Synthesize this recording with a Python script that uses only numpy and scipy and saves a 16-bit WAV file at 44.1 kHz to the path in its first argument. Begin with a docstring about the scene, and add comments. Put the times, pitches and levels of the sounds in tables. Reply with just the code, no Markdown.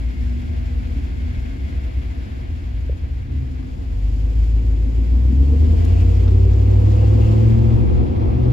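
"""Pickup cab, creeping at idle then pulling away

Inside the cab of an eight-cylinder pickup on a street, heard through two microphone ports.
The exhaust booms in sines at the firing rate and its half orders, coloured by the cab; panels growl
and sing through resonances. Body and road rumble and the rasp are shaped noise, the vent blower
hums in tones and hisses in noise, and struck modes make the trim knock and tick now and then."""
import sys
import numpy as np
from scipy import signal
from scipy.fft import rfft, irfft, next_fast_len
from scipy.io import wavfile

SR = 44100
rng = np.random.default_rng(int(sys.argv[2]) if len(sys.argv) > 2 else 0)


def unload_wav(signal):
    """Save mono or channel-first audio to the path in sys.argv[1] as 16-bit WAV at rate SR, clipped to [-1, 1]."""
    wavfile.write(
        sys.argv[1],
        SR,
        np.round(np.clip(np.atleast_2d(signal).T, -1, 1) * 32767).astype(np.int16),
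    )


N = 376025

# Engine speed as firing rate: time_s, firing_hz
FIRING_RATE = [(0.0, 40.3), (0.75, 38.9), (1.4, 40.2), (2.5, 39.8), (3.0, 40.5), (3.4, 42.0), (3.75, 43.5),
               (3.9, 44.8), (4.05, 49.5), (4.2, 51.5), (4.33, 54.0), (4.6, 54.5), (4.75, 53.2), (4.9, 54.2),
               (5.14, 59.4), (5.46, 68.5), (5.73, 79.8), (5.95, 87.5), (6.15, 90.6), (6.5, 94.5),
               (6.7, 98.7), (7.0, 102.5), (7.28, 106.4), (7.5, 111.5), (7.75, 113.8), (8.0, 117.3),
               (8.53, 123.2)]
# Exhaust tones: cycle_multiple, relative_level_db at idle, gain_db per doubling of speed, waver_db
STRONG_ORDERS = [(8, -0.7, 1, 1), (16, -19, 0.5, 1)]
# What pipe and cab make of an exhaust tone, by its pitch: pitch_hz, mid_db, side_db
EXHAUST_PATH = [(30, -48.5, -69), (41, -69, -55), (43.7, -31, -46), (48.5, -17, -43), (52.2, -17, -39),
                (60.6, -12, -32), (69.5, -14, -32.5), (82, -14, -28.5), (88.7, -15, -32.5),
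                (90.8, -16.5, -36.5), (108, -13.5, -29), (109.7, -13.5, -26.5), (113.8, -15, -19.5),
                (115.9, -30.5, -19.5), (118.6, -23.5, -22), (120.2, -34, -26), (121.3, -22, -28),
                (122.8, -15.5, -25), (123.2, -12, -24.5), (137, -10.5, -17.5), (156, -27, -29),
                (182, -20, -32.5), (185, -44.5, -39), (202.4, -19, -18), (223.3, -6.5, -8),
                (228.4, -13, -11), (237, -16, -20), (252, -17.5, -20)]
# Fifth multiple of the cycle rate, which with the fourth gives the growl its beat: firing_hz, level_db
FIFTH_MULTIPLE = [(39, -52), (62, -44), (72, -36.5), (80, -23), (88, -17), (92, -15), (95, -13),
                  (99, -15.5), (103, -16), (107, -19.5), (111, -20), (114, -20.5), (124, -24)]
# Fourth multiple of the cycle rate: firing_hz, level_db
FOURTH_MULTIPLE = [(39, -53), (54, -48), (80, -42.5), (100, -33.5), (107, -35), (111, -29.5), (117, -24),
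                   (119, -30.5), (121, -21.5), (124, -25.5)]
# Uneven cylinders: cycle_multiple, relative_level_db at idle, gain_db per doubling of speed
WEAK_ORDERS = [(2, -1, 3), (3, 10, 3.5), (6, 7, 1), (7, 8.5, -3.5), (9, 2, 1), (10, -2.5, 3.5),
               (11, 3, 2.5), (12, -3, 0.5), (13, 2.5, 0.5), (24, 3, -3)]
# How the cab passes the weak orders: pitch_hz, gain_db
CAB = [(25, -31.5), (45, -10), (62, 2), (72, -3.5), (87, 2), (105, 2), (119, -12.5), (128, -2), (133, -6),
       (138, -11.5), (145, -13), (170, -15), (200, -9), (250, -12.5), (290, -18), (330, -11), (350, -18),
       (378, -9), (425, -28.5), (460, -9), (485, -15.5), (510, -4.5), (545, -28.5), (650, -37)]
# Width of the weak orders: pitch_hz, side_minus_mid_db
WEAK_SIDE = [(50, -25), (100, -10), (130, -8.5), (200, -2.5), (300, 6.5), (420, 8), (500, -3)]
# Firings turn lumpy again as the load eases: centre_s, half_length_s, waver_db
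EASING = [(8.05, .22, 3)]
# Multiples of the cycle rate through the panels: cycle_multiple, mid_relative_db, side_relative_db
GROWL_ORDERS = [(14, -16, -18), (15, -18, -15.5), (17, -15, -6.5), (18, -21, -18), (19, -15, -10.5),
                (20, -13.5, -16), (21, -16, -20), (22, -19, -17.5), (23, -16.5, -16), (24, -13, -14.5),
                (25, -15.5, -18), (26, -19.5, -15), (27, -22, -13.5), (28, -13.5, -11), (29, -17.5, -16.5),
                (30, -17.5, -14), (31, -19.5, -18.5), (32, -16, -12.5), (33, -20, -14.5), (34, -14.5, -14),
                (35, -19.5, -16), (36, -16.5, -19), (37, -23, -18.5), (38, -18.5, -20), (39, -14, -17.5),
                (40, -10.5, -21), (41, -15, -17), (42, -19.5, -20.5), (44, -16.5, -18)]
# Engine growl through the panel modes: pitch_hz, density_db per Hz (relative)
GROWL = [(140, 0.5), (165, -8), (200, 0), (212, -3), (228, -0.5), (255, -0.5), (290, -5), (330, -1.5),
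         (350, -5.5), (380, -3.5), (405, -16.5), (430, -21.5), (460, -16), (485, -16), (510, -13.5),
         (550, -28), (700, -39)]
# Growl against engine speed: firing_hz, relative_level_db
GROWL_BY_SPEED = [(39, -50), (45, -56.5), (54, -38), (65, -35), (100, -29.5), (124, -25)]
# Spectrum of the engine rasp: pitch_hz, density_db per Hz (relative)
RASP = [(1200, -9.5), (1900, 0), (2600, 2), (3100, 1.5), (3800, -4.5), (5000, -2), (6000, -8.5),
        (7400, -4.5), (8300, -19.5), (11000, -13.5), (16400, -26)]
# Throttle, heard as engine rasp: time_s, level_db
THROTTLE = [(0, -57), (2.2, -59), (3.3, -62.5), (4.2, -56.5), (4.9, -57), (5.7, -55), (7.4, -54),
            (8.2, -62.5), (8.53, -59)]
# Resonant swells at set times, low panel singing and a few bright noise bursts:
# pitch_hz, width_hz, peak_s, half_length_s, level_db (rms before the swell), side_minus_mid_db
PANELS = [(352, 19, 2.24, 0.46, -51, -5), (259.3, 18, 3.54, .4, -42.5, -3),
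          (269.4, 18, 5.03, 0.27, -37, -10), (253.5, 16, 5.38, 0.25, -31, -10),
          (277.6, 22, 5.5, .2, -32, -7.5), (246.7, 20, 5.85, 0.28, -33.5, -0.5),
          (213, 14, 5.28, 0.39, -39, -5), (457.4, 21, 5.6, 0.23, -41.5, -9), (677, 40, 1.4, 1.3, -66, 5),
          (2580, 220, 5.99, .04, -54.5, -5), (5320, 500, 6.16, .03, -59, -1), (683, 15, 5.98, .35, -50, 3),
          (381.7, 18, 6.47, 0.18, -34.5, -11), (465, 30, 6.2, 0.19, -39, -8), (503, 21, 7.3, 0.7, -40, -4),
          (340.7, 21, 7.44, 0.48, -34.5, -6), (200.8, 4.9, 6.8, 0.2, -32.5, -7.5),
          (201, 11, 8.2, 0.34, -38, -4), (405.5, 24, 5.8, 0.96, -58, 7.5), (2740, 330, 7.02, .07, -53, -7),
          (2760, 380, 7.28, 0.09, -52, -4), (2670, 430, 5.95, 0.16, -55.5, -5)]
# Road speed: time_s, speed_m_per_s
ROAD_SPEED = [(0, 1.14), (3.4, 1.09), (4.2, 2), (4.9, 2.17), (5.7, 3.25), (6.8, 6.2), (8.53, 6.9)]
# Low body and road boom: pitch_hz, density_db per Hz (relative)
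BOOM = [(12, -62), (20, -32.5), (27, -25), (39, -3), (60, 7), (79, -9.5), (98, -1.5), (115, -8.5),
        (132, -13.5), (151, -13.5), (170, -21.5), (220, -58.5), (370, -120)]
# Blower and idle in the panels: pitch_hz, density_db per Hz (relative)
DRONE = [(150, -12), (175, -10), (197, -6.5), (228, -8.5), (245, -6), (268, -1), (295, -10.5), (310, -13),
         (355, -13.5), (400, -24), (430, -26)]
# The drone sinks and swells: centre_s, half_length_s, change_db
DRONE_SWELLS = [(2.73, .3, -3), (1.36, .4, 1)]
# Road roar: pitch_hz, density_db per Hz (relative)
ROAR = [(400, -22), (430, -11.5), (460, 2.5), (485, -1.5), (510, 0), (545, -10), (600, -11), (680, -8.5),
        (800, -11.5), (1000, -16.5), (1400, -24.5)]
# Tyre thrum through the floor: pitch_hz, density_db per Hz (relative)
THRUM = [(14, -13.5), (22, -3.5), (32, -1.5), (42, 2), (55, -12)]
# Rougher and smoother patches of road: centre_s, half_length_s, boom_change_db
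PATCHES = [(0.5, 1, 2), (1.6, 0.37, 0.5), (4.6, 0.4, -3), (5.7, 0.33, 7.5), (6.5, .4, -4.5), (7.25, .15, 8),
           (7.87, 0.16, 3), (8.28, .03, 13)]
# Blower tones: pitch_hz, level_db (rms), side_minus_mid_db, fade_start_s, fade_length_s, waver_db
BLOWER = [(70.55, -31, -20.5, 4.6, 0.46, 3.5), (56.57, -30, -15, 3, 0.27, 3),
          (241.8, -41.5, -0.5, 1.34, 1.6, 2.5), (483, -67.5, -2, 2.4, .4, 4),
          (665, -69, 12, 2.8, 0.45, 6.5), (2150, -65.5, 4, 1.9, 1.6, 4)]
# Vent hiss: pitch_hz, density_db per Hz (relative)
HISS = [(500, 2.5), (680, 4.5), (900, -1), (1350, -4.5), (1600, 2), (1880, 0.5), (2000, 4.5), (2150, 4.5),
        (2220, 2.5), (2290, 6), (2430, 1), (2520, 5), (2620, 0), (2780, 2), (3000, -3.5), (3120, -1.5),
        (3400, -1.5), (3600, -4.5), (4600, -9), (6000, -17.5), (8000, -38.5), (11000, -20), (16400, -42.5)]
# Vent hiss over time: time_s, level_db
HISS_LEVEL = [(0, -52.5), (1, -50.5), (2.2, -51), (3.2, -54.5), (4.2, -57), (5.3, -55.5), (6.4, -54),
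              (8.53, -50)]
# Parked cars alongside throw hiss and rasp back: centre_s, half_length_s, rise_db
PARKED = [(5.92, 0.39, 3.5), (7.25, 0.56, 3)]
# Knock contacts and bounces: start_s, relative_level_db
KNOCKS = [(2.8943, -15.5), (2.8963, -13.5), (2.9088, -28), (2.926, -25), (2.952, -31), (5.853, -23.5)]
# What a knock rings: pitch_hz, relative_level_db, t60_s
KNOCK_MODES = [(515, -6, 0.012), (188, -20.5, 0.082)]
# Trim ticks: start_s, relative_level_db, brightness_hz
TICKS = [(3.6266, -52, 3500), (5.359, -61, 7000), (5.8493, -47, 15000), (5.8565, -46, 2500),
         (6.2793, -41.5, 4600), (6.5316, -50, 6900), (6.916, -51.5, 7000)]
# What a tick rings: pitch_hz, relative_level_db, t60_s
TICK_MODES = [(1500, 4, 0.0033), (2610, -0.5, 0.004), (3900, -1, 0.0043), (5340, 5, 0.0022),
              (6600, 4.5, 0.0022), (10940, 0, 0.0053)]
# Cab modes make the ports alike at some pitches, opposed at others: pitch_hz, side_minus_mid_db
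WIDTH = [(40, -23), (90, -13.5), (125, -1.5), (200, -6.5), (250, -3), (340, -6.5), (420, 13.5), (500, -3),
         (590, 9.5), (680, 5.5), (900, 6.5), (1400, 8), (2300, -4), (4400, -1.5), (9000, 0.5)]
# Balance of the two ports: pitch_hz, left_minus_right_db
TILT = [(60, 0.5), (125, -3.5), (300, 1.5), (1000, 1), (2400, 2), (4400, 3.5), (9000, -0.4)]

IDLE_HZ, FIRINGS_PER_CYCLE = 40, 8
IDLE_WAVER_DB, SETTLED_DOUBLINGS = 3, 0.3  # firings are lumpier at idle
UNDERTONE_SIDE_DB, UNDERTONE_WAVER_DB = -21.5, -0.8  # lumpiness adds to this waver
LUMP_RADIANS_PER_DB = 0.2  # lumpy firings also shift the undertones in time
WEAK_DB = -36  # base level of the weak orders
SIDE_LAG = 0.84  # radians by which a tone's left-right difference trails its sum
GROWL_NOISE_DB = -4
PANEL_CYCLE_SHARE, PANEL_CYCLE_TOP_HZ = 0.5, 600  # low panels are driven partly by the engine cycle
BOOM_DB, DRONE_DB = -30, -40
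DRONE_SHARE, ROAR_SHARE = 0.39, 0.2  # of the boom's change over road patches
ROAR_DB, ROAR_DB_PER_DOUBLING = -57.5, 6.5  # at one metre a second
THRUM_DB, THRUM_DB_PER_DOUBLING = -58, 4.5  # at one metre a second
KNOCK_CONTACT_S = 0.0021
RATTLE_GAP_S, RATTLE_SPREAD_DB = 0.0013, 2.5
CUTOFF_HZ = 16400


def engine():
    """Sines locked to the crank: eight firings make one full cycle."""
    firing_hz = in_time(FIRING_RATE)[0]
    cycle_hz = firing_hz / FIRINGS_PER_CYCLE
    doublings = np.log2(firing_hz / IDLE_HZ)
    cycle = 2 * np.pi * np.cumsum(cycle_hz) / SR
    lumps_db = IDLE_WAVER_DB * np.clip(1 - doublings / SETTLED_DOUBLINGS, 0, 1) + swells(EASING)
    out = np.zeros((2, N))
    for k, order_db, gain_db, waver_db in STRONG_ORDERS:
        k = round(k)
        db = order_db + gain_db * doublings + (waver_db + lumps_db) * drift(4.1)
        mid_db = db + at_hz(EXHAUST_PATH, k * cycle_hz)
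        side_db = db + at_hz(EXHAUST_PATH, k * cycle_hz, column=2)
        out += tone(k * cycle + k, mid_db, side_db)
    for k, levels in ((5, FIFTH_MULTIPLE), (4, FOURTH_MULTIPLE)):
        db = at_hz(levels, firing_hz) + (UNDERTONE_WAVER_DB + lumps_db) * drift(3.9)
        shift = LUMP_RADIANS_PER_DB * lumps_db * drift(4.5)
        out += tone(k * cycle + k + shift, db, db + UNDERTONE_SIDE_DB)
    # the weak orders swell as they cross a resonance of the cab, and blur as firings vary
    for k, order_db, gain_db in WEAK_ORDERS:
        k = round(k)
        db = WEAK_DB + order_db + gain_db * doublings + at_hz(CAB, k * cycle_hz)
        db = db + (1.2 + lumps_db) * drift(5.3)
        phase = k * (cycle + 0.015 * drift(0.97)) + rng.uniform(0, 2 * np.pi)
        out += tone(phase, db, db + at_hz(WEAK_SIDE, k * cycle_hz))
    return out


def growl_tones():
    """The comb of cycle multiples, each swelling as it crosses a panel mode."""
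    firing_hz = in_time(FIRING_RATE)[0]
    cycle_hz = firing_hz / FIRINGS_PER_CYCLE
    cycle = 2 * np.pi * np.cumsum(cycle_hz) / SR + 0.012 * drift(2.5)
    load_db = at_hz(GROWL_BY_SPEED, firing_hz)
    out = np.zeros((2, N))
    for k, mid_db, side_db in GROWL_ORDERS:
        k = round(k)
        db = load_db + at_hz(GROWL, k * cycle_hz) + 2.5 * drift(3.0)
        phase = k * cycle + rng.uniform(0, 2 * np.pi)
        out += tone(phase, db + mid_db, db + side_db + at_hz(WIDTH, k * cycle_hz))
    return out


def growl_noise():
    """Noise through the panel modes; its level follows engine speed and it throbs at a rate tied to it."""
    level_db = GROWL_NOISE_DB + at_hz(GROWL_BY_SPEED, in_time(FIRING_RATE)[0])
    return noise(GROWL, level_db, 1.6, 3.4) * pulsing(0.32, 1.6)


def panels():
    """Noise, and engine cycle for low panels, twice through a narrow resonance, swelling at set times."""
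    t = np.arange(N) / SR
    white = rng.standard_normal((2, 2, N))
    cycle_hz = in_time(FIRING_RATE)[0] / FIRINGS_PER_CYCLE
    # one kick per full cycle, scaled to unit power
    kicks = np.diff(np.floor(np.cumsum(cycle_hz) / SR), prepend=0) * np.sqrt(SR / cycle_hz)
    out = np.zeros((2, N))
    for k, (hz, width_hz, peak_s, half_s, level_db, side_db) in enumerate(PANELS):
        r = np.exp(-np.pi * width_hz / SR)
        share = PANEL_CYCLE_SHARE * (hz < PANEL_CYCLE_TOP_HZ)
        drive = np.sqrt(1 - share) * white[k % 2] + np.sqrt(share) * kicks
        section = [1, 0, -1, 1, -2 * r * np.cos(2 * np.pi * hz / SR), r * r]
        sung = rms_one(signal.sosfilt([section, section], drive))
        swell = np.exp(-((t - peak_s) / half_s) ** 2)
        out += sung * amp([[level_db], [level_db + side_db]]) * swell
    return out


def rasp():
    """Bright engine noise that follows the throttle and pulses at a rate tied to engine speed."""
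    return noise(RASP, in_time(THROTTLE)[0] + swells(PARKED), 1.0, 21) * pulsing(0.065, 0.94)


def rumble():
    """Boom, drone and roar as shaped noise over the road's patches; roar and thrum grow with speed."""
    rough_db = swells(PATCHES)
    road_doublings = np.log2(in_time(ROAD_SPEED)[0])
    drone_db = DRONE_DB + DRONE_SHARE * rough_db + swells(DRONE_SWELLS)
    roar_db = ROAR_DB + ROAR_DB_PER_DOUBLING * road_doublings + ROAR_SHARE * rough_db
    thrum_db = THRUM_DB + THRUM_DB_PER_DOUBLING * road_doublings
    boom = noise(BOOM, BOOM_DB + rough_db, 0.77, 8.6)
    drone = noise(DRONE, drone_db, 1.1, 4.7)
    roar = noise(ROAR, roar_db, 0.99, 15.0)
    thrum = noise(THRUM, thrum_db, 2.0, 5.0)
    return boom + drone + roar + thrum


def blower():
    """Tones that waver and fade out at their own set times."""
    t = np.arange(N) / SR
    out = np.zeros((2, N))
    for hz, level_db, side_db, fade_s, length_s, waver_db in BLOWER:
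        phase = 2 * np.pi * np.cumsum(hz * (1 + 0.002 * drift(1))) / SR
        db = level_db + waver_db * drift(3.0)
        out += tone(phase, db, db + side_db) * np.clip(1 - (t - fade_s) / length_s, 0, 1)
    return out


def vent_hiss():
    """Vent air as shaped noise, thrown back louder by parked cars."""
    return noise(HISS, in_time(HISS_LEVEL)[0] + swells(PARKED), 0.98, 21)


def trim():
    """Dull padded knocks and a few ticks; a longer contact smooths the knock."""
    push = np.hanning(round(KNOCK_CONTACT_S * SR))
    padded = np.convolve(ring(KNOCKS, KNOCK_MODES), push / push.sum())[:N]
    ticks = sum(rattle(*tick) for tick in TICKS)
    return padded * amp([[6], [-4]]) + ticks * amp([[0], [-8]])  # rows are mid, side


def rattle(s, level_db, bright_hz, count=5):
    """A few quick uneven contacts ring the tick modes in a wide band below their brightness."""
    gaps, sizes = rng.uniform(0.52, 1.7, count), rng.standard_normal(count)
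    times = s + RATTLE_GAP_S * (np.cumsum(gaps) - gaps[0])
    contacts = list(zip(times, level_db + RATTLE_SPREAD_DB * sizes))
    band = signal.butter(3, [bright_hz / 6, bright_hz], "band", fs=SR, output="sos")
    return signal.sosfilt(band, ring(contacts, TICK_MODES))


def ring(events, modes):
    """Each blow sets the modes ringing as decaying sines."""
    clicks = np.full(N, 1e-18)
    clicks[[round(e[0] * SR) for e in events]] = amp([e[1] for e in events])
    out = np.zeros(N)
    for hz, level_db, t60 in modes:
        r, w = amp(-60 / (t60 * SR)), 2 * np.pi * hz / SR
        out += signal.lfilter([0, amp(level_db) * np.sin(w)], [1, -2 * r * np.cos(w), r * r], clicks)
    return out


def tone(phase, mid_db, side_db):
    """A sine of given rms level in mid and side."""
    mid = amp(mid_db) * np.sin(phase)
    side = amp(side_db) * np.sin(phase - SIDE_LAG)
    return np.sqrt(2) * np.array([mid, side])


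def noise(spectrum, level_db, flicker_db, flicker_hz):
    """Coloured mid and side noise whose level flickers."""
    hz = np.maximum(np.fft.rfftfreq(N, 1 / SR), 1)
    shape = amp(at_hz(spectrum, hz)) * (hz > spectrum[0][0]) * (hz < spectrum[-1][0])
    widths = np.array([np.ones(len(hz)), amp(at_hz(WIDTH, hz))])
    mid, side = irfft(rfft(rng.standard_normal((2, N))) * shape * widths, N)
    return np.array([mid, side]) / np.std(mid) * amp(level_db + flicker_db * drift(flicker_hz))


def pulsing(depth, firings_apart):
    """Unit-power gain that throbs once per given number of firings."""
    phase = 2 * np.pi * np.cumsum(in_time(FIRING_RATE)[0] / firings_apart) / SR
    return (1 + depth * np.cos(phase)) / np.sqrt(1 + depth ** 2 / 2)


def swells(events):
    """Bell-shaped rises or dips in dB."""
    t = np.arange(N) / SR
    return sum(change_db * np.exp(-((t - s) / half_s) ** 2) for s, half_s, change_db in events)


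def drift(rate_hz):
    """Slow chance of spread 1: low-passed noise made at every 40th sample."""
    r = np.exp(-2 * np.pi * rate_hz * 40 / SR)
    slow = signal.lfilter([1], [1, -2 * r, r * r], rng.standard_normal(N // 40 + 2002))[2000:]
    return np.interp(np.arange(N) / 40, np.arange(len(slow)), rms_one(slow))


def amp(db):
    """dB to gain."""
    return np.exp(np.asarray(db) * (np.log(10) / 20))


def rms_one(x):
    """Scale to unit rms."""
    return x / np.sqrt(np.mean(x ** 2) + 1e-20)


def in_time(rows):
    """Columns of a curve table at every sample."""
    s, *columns = np.transpose(rows)
    return [np.interp(np.arange(N) / SR, s, c) for c in columns]


def at_hz(points, hz, column=1):
    """Read a table column on a log-frequency axis."""
    table = np.array(points)
    return np.interp(np.log(hz), np.log(table[:, 0]), table[:, column])


def ports(mid_side):
    """Mid and side become left and right; one port hears some bands a little louder."""
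    pad = 8192  # mirrored, tapered ends keep the filter from wrapping round
    wide = np.pad(mid_side, ((0, 0), (pad, pad)), "reflect", reflect_type="odd")
    wide = wide * signal.windows.tukey(N + 2 * pad, pad / N)
    size = next_fast_len(N + 2 * pad)
    hz = np.maximum(np.fft.rfftfreq(size, 1 / SR), 1)
    step = amp(at_hz(TILT, hz) / 2)
    mid, side = rfft(wide, size)
    return irfft(np.array([(mid + side) * step, (mid - side) / step]), size)[:, pad:pad + N]


def scene():
    """Tones, rumble, air and blows meet at the two ports."""
    motor = engine() + growl_tones() + growl_noise() + panels() + rasp()
    return ports(motor + rumble() + blower() + vent_hiss() + trim())


def record(dry):
    """A steep low-pass cuts the top."""
    return signal.sosfilt(signal.cheby2(12, 70, CUTOFF_HZ, fs=SR, output="sos"), dry)


dry = scene()
out = record(dry)
unload_wav(out)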